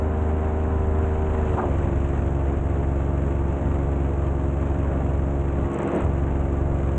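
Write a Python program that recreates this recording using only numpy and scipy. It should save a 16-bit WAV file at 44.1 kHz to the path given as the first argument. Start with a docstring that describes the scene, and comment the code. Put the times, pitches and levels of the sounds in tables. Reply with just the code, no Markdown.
"""Open air, from the pilot's seat of an electric paramotor: a three-blade propeller hums and throbs once a
turn as a sum of shaft harmonics, and slows to cruise between 1.3 and 1.75 s. Its wake roars as shaped noise,
swelling in one gust; a fine hiss is gated by the pressure waves, most sharply once a turn, over low buffeting.
Twice the bass thins out briefly: first under a short rasp of swept noise, later under a hollow roar of
noise surges with faint ringing ticks."""
import sys
import numpy as np
from scipy import signal
from scipy.fft import rfft, irfft, next_fast_len
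from scipy.io import wavfile
from scipy.ndimage import map_coordinates

SR = 44100
rng = np.random.default_rng(int(sys.argv[2]) if len(sys.argv) > 2 else 0)


def output_pcm(signal):
    """Save a mono or channel-first signal as 16-bit PCM at the path in sys.argv[1].

    Samples are clipped to [-1, 1] before scaling.
    """
    pcm = np.clip(np.atleast_2d(signal).T, -1, 1) * 32767
    wavfile.write(sys.argv[1], SR, np.round(pcm).astype(np.int16))


N = 307818


def amp(db):
    """Logarithmic level: decibels to amplitude gain."""
    return 10 ** (np.asarray(db) / 20)


def unit(x):
    """Power normalisation: scales to rms 1."""
    return x / np.sqrt(np.mean(x ** 2) + 1e-20)


def curves(rows):
    """Linear interpolation: one value per sample for each column after the time."""
    seconds, *columns = np.transpose(rows)
    return [np.interp(np.arange(N) / SR, seconds, column) for column in columns]


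def wobble(rate):
    """Band-limited fluctuation: a smooth random curve with rate knots a second."""
    knots = rng.standard_normal(int(N * rate / SR) + 4)
    return map_coordinates(knots, [np.arange(N) * rate / SR])


def ramp(start, length):
    """Linear transition: rises from 0 to 1 over length seconds."""
    return np.clip((np.arange(N) / SR - start) / length, 0, 1)


def surge(peak, rise, fall):
    """Exponential growth and decay: reaches 1 at the peak time, with time constants in seconds."""
    t = np.arange(N) / SR - peak
    return np.exp(-np.maximum(-t / rise, t / fall))


def filtered(x, response):
    """Linear filtering: multiplies the spectrum by a response of frequency."""
    size = next_fast_len(N + 8192)
    return irfft(rfft(x, size) * response(np.fft.rfftfreq(size, 1 / SR)), size)[:N]


def noise(spectrum, gate=1):
    """Amplitude-modulated random noise, coloured by (frequency, level) points and scaled to rms 1."""
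    hz, db = np.transpose(spectrum)
    colour = lambda f: amp(np.interp(np.log(f + 1), np.log(hz), db, right=-120))
    return unit(filtered(gate * rng.standard_normal(N), colour))


def dulled(x, edge_hz):
    """Low-pass filtering: removes the top above edge_hz and scales to rms 1."""
    return unit(filtered(x, lambda hz: 1 / (1 + (hz / edge_hz) ** 6)))


def swept(x, centre_hz, octaves):
    """Moving resonance: a log-frequency bell slides over the noise, its level compensated."""
    hz, t, z = signal.stft(x, SR, nperseg=512)
    centre = np.interp(t, np.arange(N) / SR, centre_hz)
    gain = np.exp(-0.5 * (np.log2((hz[:, None] + 1) / centre) / octaves) ** 2)
    mean_power = np.mean(np.abs(z) ** 2, axis=1, keepdims=True)
    passed_share = np.sum(mean_power * gain ** 2, axis=0) / mean_power.sum()
    return signal.istft(z * gain / np.sqrt(passed_share), SR, nperseg=512)[1][:N]


CRUISE_HZ, HIGH_HZ = 22.99, 25.82  # shaft turns a second at cruise and at high power
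EASE_START_S, EASE_S, UNDERSHOOT_HZ, SETTLE_S = 1.275, 0.475, 0.18, 0.1


def shaft_speed():
    """Rotor deceleration: slows ever faster, dips just under cruise speed, then relaxes exponentially."""
    t = np.arange(N) / SR - EASE_START_S
    drop_hz = HIGH_HZ - CRUISE_HZ + UNDERSHOOT_HZ
    slowing = HIGH_HZ - drop_hz * np.clip(t / EASE_S, 0, 1) ** 2
    settling = UNDERSHOOT_HZ * (1 - np.exp(-np.maximum(t - EASE_S, 0) / SETTLE_S))
    return slowing + settling


def power_of(speed):
    """Motor power inferred linearly from shaft speed: 0 at cruise, 1 at high power."""
    return np.clip((speed - CRUISE_HZ) / (HIGH_HZ - CRUISE_HZ), 0, 1)


START_TURN = 0.828  # shaft position at time zero [turns]


def shaft_angle(speed, wander, jitter):
    """Phase is integrated speed [rad]: the load wanders slowly and uneven inflow nudges each passage."""
    turned = 2 * np.pi * (START_TURN + np.cumsum(speed) / SR)
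    return turned + wander * wobble(3) + jitter * wobble(30)


def gust_swell():
    """Exponential gust: builds slowly at high power and dies as the motor eases off."""
    return surge(peak=1.5, rise=0.55, fall=0.38)


# Multiples of the shaft speed: every third is a blade tone, other whole ones come from unequal blades;
# a stray tone just under the fifteenth makes it beat: order [cycles per turn]
HARMONIC_ORDERS = [*range(1, 13), 14.5, *range(15, 55, 3), 56, *range(57, 73, 3)]
# Strength of each order, relative to tone_db: (level at high power [dB], level at cruise [dB])
HARMONIC_LEVELS = [(-42, -54), (-37.5, -58), (-23, -24.5), (-35.5, -31), (-55.5, -49), (-45, -31),
                   (-39, -38.5), (-47, -42), (-37, -50.5), (-38.5, -44.5), (-46, -51), (-40.5, -35.5),
                   (-61.5, -43.5), (-33.5, -34.5), (-37, -40), (-45, -44.5), (-39.5, -42.5), (-41.5, -41.5),
                   (-43, -45), (-47.5, -52), (-46.5, -51.5), (-45.5, -49.5), (-50.5, -53.5), (-63.5, -70),
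                   (-54.5, -55.5), (-54, -54.5), (-57, -68), (-65.5, -63.5), (-59, -74), (-57, -68),
                   (-64.5, -61.5), (-59, -66), (-66, -70), (-65, -69.5)]
# Tones that stand out of the hum while the bass is thin: {order: lift [dB]}
THIN_BASS_LIFTS = {9: 16, 12: 2.9, 15: 4.4, 21: 6.3, 48: 11, 51: 2.8, 66: 4.8, 72: 7.7}
# Tones that swell with the gust and carry the downward glide: {order: lift [dB]}
GUST_TONE_LIFTS = {15: 4, 18: 1.7, 24: 0.91}
FLUTTER_CALM = 0.81  # share of the flutter that high power takes away


def propeller(angle, power, flutter_db, skew, bend, uneven, tone_db, smear, scatter_order):
    """Harmonic synthesis of blade pressure: a lopsided swell per blade, with a buzz of higher orders on top."""
    thin = sum(thin_spell(start, end) for start, end, *_ in BASS_SPELLS)
    gust = gust_swell()
    pressure = np.zeros(N)
    for order, (high_db, cruise_db) in zip(HARMONIC_ORDERS, HARMONIC_LEVELS):
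        # long waves add up to a peaked swell; shorter ones get phases that bend with order
        # and scatter at random, and their levels flutter
        scatter = min(order / scatter_order, 2)
        phase = skew - bend * np.log(order) - smear * max(order - 9, 0) ** 2
        phase += scatter ** 2 * rng.standard_normal()
        between_blades = order % 3 > 0
        phase += uneven * between_blades  # the blades differ in timing as well as in strength
        flutter = flutter_db * min(scatter, 1) * (1 - FLUTTER_CALM * power) * wobble(15)
        level_db = tone_db + cruise_db + power * (high_db - cruise_db)
        level_db = level_db + thin * THIN_BASS_LIFTS.get(order, 0) + gust * GUST_TONE_LIFTS.get(order, 0)
        pressure -= amp(level_db + flutter) * np.sin(order * angle + phase)
    return pressure


def pumping(pressure, smooth_hz, drive, lean):
    """Pressure gradients drive the air to and fro, harder one way; the strongest pushes saturate. 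Rms 1."""
    slope = unit(filtered(np.gradient(pressure), lambda hz: 1 / (1 + (hz / smooth_hz) ** 4)))
    return unit(np.tanh(drive * np.abs(slope + lean)))


STRONG_BLADE_TURN = 0.34  # shaft position of the harder puff [turns]


def strong_blade(angle, sharpness, scatter_db):
    """Periodic modulation: once a turn one blade throws a harder puff, never twice the same."""
    puff = np.exp(sharpness * (np.cos(angle - 2 * np.pi * STRONG_BLADE_TURN) - 1))
    return puff * amp(scatter_db * wobble(29))


# Spectral shapes of the three airflow bands: (frequency [Hz], relative density [dB per Hz])
WAKE_SPECTRUM = [(40, -11.5), (80, 0.3), (160, -5), (260, -5), (420, -11), (700, -13), (1100, -19),
                 (1600, -24.5), (2500, -34), (4000, -53)]
SWISH_SPECTRUM = [(400, -19.5), (900, 1), (1500, -1.5), (2100, -7.5), (2700, -6), (3300, -15), (4000, -24),
                  (4900, -33.5), (6000, -50)]
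HISS_SPECTRUM = [(3500, -28.5), (4900, -25), (5500, -13), (6200, -5), (7000, -0.5), (7900, -2), (8400, -10),
                 (9000, -22.5), (9400, -54.5)]
# what the gust and the high power add to each band
WAKE_GUST_DB, SWISH_GUST_DB, HISS_GUST_DB = 3, 7, 5
WAKE_POWER_DB, SWISH_POWER_DB, HISS_POWER_DB = 0.3, -2.5, -2.5
BODY_HZ, BODY_POWER_DB = 302, -2  # at high power the low end of the wake recedes


def airflow(push, accent, power, wake_db, swish_db, hiss_db, wake_depth, swish_floor, hiss_floor,
            puff_db, swish_accent, hiss_accent):
    """Modulated turbulence noise of the wake; its upper bands come in puffs, with every push of air."""
    gust, eddies = gust_swell(), wobble(11)
    wake_gain = amp(wake_db + WAKE_GUST_DB * gust + WAKE_POWER_DB * power + 0.79 * wobble(8))
    swish_gain = amp(swish_db + SWISH_GUST_DB * gust + SWISH_POWER_DB * power + 1.1 * eddies)
    hiss_gain = amp(hiss_db + HISS_GUST_DB * gust + HISS_POWER_DB * power + 0.53 * eddies)
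    puffs = unit(push * amp(puff_db * wobble(90)))  # no two puffs are equally strong
    wake = wake_gain * noise(WAKE_SPECTRUM, 1 + wake_depth * puffs)
    body = filtered(wake, lambda hz: 1 / (1 + (hz / BODY_HZ) ** 4))
    wake = wake + (amp(BODY_POWER_DB * power) - 1) * body
    swish = swish_gain * noise(SWISH_SPECTRUM, swish_floor + puffs + swish_accent * accent)
    hiss = hiss_gain * noise(HISS_SPECTRUM, hiss_floor + puffs + hiss_accent * accent)
    return wake + swish + hiss


# Spectral shape of the low buffeting: (frequency [Hz], relative density [dB per Hz])
BUFFET_SPECTRUM = [(10, -19.5), (22, -0.5), (32, -1.5), (48, 1), (70, -10), (110, -2), (250, -42.5)]
# Course of the buffeting, relative to level_db: (time [s], level [dB])
BUFFET_COURSE = [(0.0, -49.5), (1.37, -35), (4.16, -43), (5.22, -39), (5.43, -36.5), (5.6, -37.5)]


def wind(level_db, gust_db):
    """Low-frequency turbulence noise: the airstream buffets with a slowly varying strength."""
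    strength_db, = curves(BUFFET_COURSE)
    return amp(level_db + strength_db) * unit(amp(gust_db * wobble(5.5)) * noise(BUFFET_SPECTRUM))


# Narrow resonances that sing in the wake: (centre [Hz], width [Hz], level [dB])
WAKE_RESONANCES = [(407.6, 43, -55.5), (742.6, 20, -52.5), (1161, 29, -56.5)]


def rings():
    """Resonant filtering: noise through narrow peaks makes unsteady tones."""
    tones = np.zeros(N)
    for centre, width, db in WAKE_RESONANCES:
        peak = lambda hz: 1 / (1 + (2 * (hz - centre) / width) ** 2)
        tones += amp(db) * unit(filtered(rng.standard_normal(N), peak))
    return tones


# Spectral shape of the rasp: (frequency [Hz], relative density [dB per Hz])
RASP_SPECTRUM = [(120, -20.5), (330, 0), (700, 2), (1200, -3), (1500, -5), (1900, -21.5), (3500, -45)]
# One gust whose resonance climbs and falls as it dies: (time [s], level [dB], centre [Hz])
RASP_COURSE = [(1.5, -53, 300), (1.55, -32, 350), (1.567, -32, 600), (1.578, -26.5, 760),
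               (1.603, -25, 1050), (1.616, -36, 780), (1.636, -24, 620), (1.653, -26.5, 524),
               (1.677, -34.5, 500), (1.78, -56.5, 480)]


def rasp(gate, octaves):
    """Time-varying resonance: one short gust of noise brightens, then turns hollow."""
    level_db, centre_hz = curves(RASP_COURSE)
    return amp(level_db) * swept(noise(RASP_SPECTRUM, gate), centre_hz, octaves)


# Spells of thin bass: (start [s], end [s], bass change [dB], bass overshoot on return [dB])
BASS_SPELLS = [(1.572, 1.612, -24, -2), (5.662, 6.003, -16, 5)]
BASS_FADE_S, BASS_RETURN_S, OVERSHOOT_S = 0.027, 0.03, 0.055
BASS_DB = 1.54  # standing bass lift, to which the changes add
TREBLE_DIP_DB, TREBLE_HZ = -1, 5000


def thin_spell(start, end):
    """Trapezoidal envelope: 1 while the bass is thin, 0 outside."""
    return ramp(start, BASS_FADE_S) * (1 - ramp(end, BASS_RETURN_S))


def thinned(x, corner_hz):
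    """Time-varying shelving: in short spells the bass drops and the top dulls; the bass level jolts on return."""
    bass = filtered(x, lambda hz: 1 / (1 + (hz / corner_hz) ** 3))
    treble = x - filtered(x, lambda hz: 1 / (1 + (hz / TREBLE_HZ) ** 8))
    bass_db, treble_db = BASS_DB, 0
    for start, end, depth_db, overshoot_db in BASS_SPELLS:
        spell = thin_spell(start, end)
        jolt = ramp(end, BASS_RETURN_S) * (1 - ramp(end + BASS_RETURN_S, OVERSHOOT_S))
        bass_db = bass_db + depth_db * spell + overshoot_db * jolt
        treble_db = treble_db + TREBLE_DIP_DB * spell
    return x + (amp(bass_db) - 1) * bass + (amp(treble_db) - 1) * treble


# Spectral shape of the roar: (frequency [Hz], relative density [dB per Hz])
ROAR_SPECTRUM = [(70, -42), (160, -0.5), (330, 1), (600, -2), (1100, -9.5), (1700, -17), (2800, -22.5),
                 (4500, -36)]
# Swells of the roar: (peak time [s], level [dB], rise [s], fall [s], upper edge [Hz])
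ROAR_SWELLS = [(5.795, -33.5, 0.015, 0.019, 600), (5.82, -29, 0.097, 0.15, 3300),
               (5.865, -28, 0.013, 0.041, 600), (5.965, -23, 0.041, 0.049, 750),
               (6.005, -26.5, 0.12, 0.035, 3400)]


def roar(gate, churn_db):
    """Superposed noise surges: two broad swells with three hollow lumps in them, slightly churning."""
    swells = np.zeros(N)
    for peak_s, db, rise, fall, edge_hz in ROAR_SWELLS:
        swells += amp(db) * surge(peak_s, rise, fall) * dulled(noise(ROAR_SPECTRUM, gate), edge_hz)
    return swells * amp(churn_db * wobble(70))


def brief_dip(depth_db, fall_s, recover_s):
    """Transient attenuation: the airflow noise dips for a moment as the long spell of thin bass sets in."""
    start = BASS_SPELLS[-1][0]
    return amp(depth_db * surge(start + BASS_FADE_S, fall_s, recover_s))


# Faint ticks during the roar, relative to level_db: (time [s], peak level [dB])
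TICK_TIMES = [(5.7019, -49), (5.7159, -41), (5.7329, -38), (5.743, -36), (5.7877, -36), (5.8202, -40),
              (5.8306, -36), (5.875, -37), (5.8894, -44), (5.9184, -39), (5.9504, -36), (5.961, -38),
              (5.9754, -49), (6.0057, -37), (6.02, -38), (6.0414, -44), (6.0477, -44)]
# Spectral shape of their grit: (frequency [Hz], relative density [dB per Hz])
TICK_SPECTRUM = [(4900, -46.5), (5900, -7), (6600, -8), (7300, -2.5), (7900, -0.5), (8400, -12),
                 (8900, -22.5)]
TICK_HZ = 7860  # mean pitch of the ring


def ticks(level_db, swell_s, grit_db):
    """Short damped rings with some grit, each swelling and dying in a few milliseconds."""
    out, t = np.zeros(N), np.arange(SR // 50) / SR
    grit = amp(grit_db) * noise(TICK_SPECTRUM)
    envelope = (t / swell_s * np.exp(1 - t / swell_s)) ** 2
    for start_s, db in TICK_TIMES:
        first = round(start_s * SR)
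        span = slice(first, first + len(t))
        ring = np.sqrt(2) * np.sin(2 * np.pi * TICK_HZ * rng.normal(1, 0.022) * t)
        out[span] += amp(db + level_db) * envelope * (ring + grit[span])
    return out


def scene():
    """Superposition: propeller, wake, wind, surges and ticks add up in one channel."""
    speed = shaft_speed()
    power = power_of(speed)
    angle = shaft_angle(speed, wander=0.016, jitter=0.008)
    hum = propeller(angle, power, flutter_db=2.0, skew=1.884, bend=2.32, uneven=-2.68, tone_db=1.0,
                    smear=0.222, scatter_order=32)
    push = pumping(hum, smooth_hz=221, drive=0.98, lean=-0.32)
    accent = strong_blade(angle, sharpness=16, scatter_db=2)
    air = airflow(push, accent, power, wake_db=-31.5, swish_db=-52.0, hiss_db=-65.0, wake_depth=0.73,
                  swish_floor=0.34, hiss_floor=2.5, puff_db=1.6, swish_accent=0.66, hiss_accent=2.1)
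    air = air + (1 - power) * rings()  # the wake sings most at cruise
    air = air * brief_dip(depth_db=-2.0, fall_s=0.011, recover_s=0.07)
    buffet = wind(level_db=2.5, gust_db=-0.8)
    flight = thinned(hum + air + buffet, corner_hz=120)
    surges = rasp(2.0 + push, octaves=0.66) + roar(2.0 + push, churn_db=0.2)
    spits = ticks(level_db=-12.5, swell_s=0.0011, grit_db=-0.5)
    return (flight + surges + spits)[None]


TOP_HZ = 9216  # upper band limit


def record(dry):
    """Band-pass filtering: a gentle cut below hearing and a steep one above the band limit."""
    band = lambda hz: (1 - 1 / (1 + (hz / 18) ** 6)) / (1 + (hz / TOP_HZ) ** 70)
    return filtered(dry[0], band)[None]


dry = scene()
out = record(dry)
output_pcm(out)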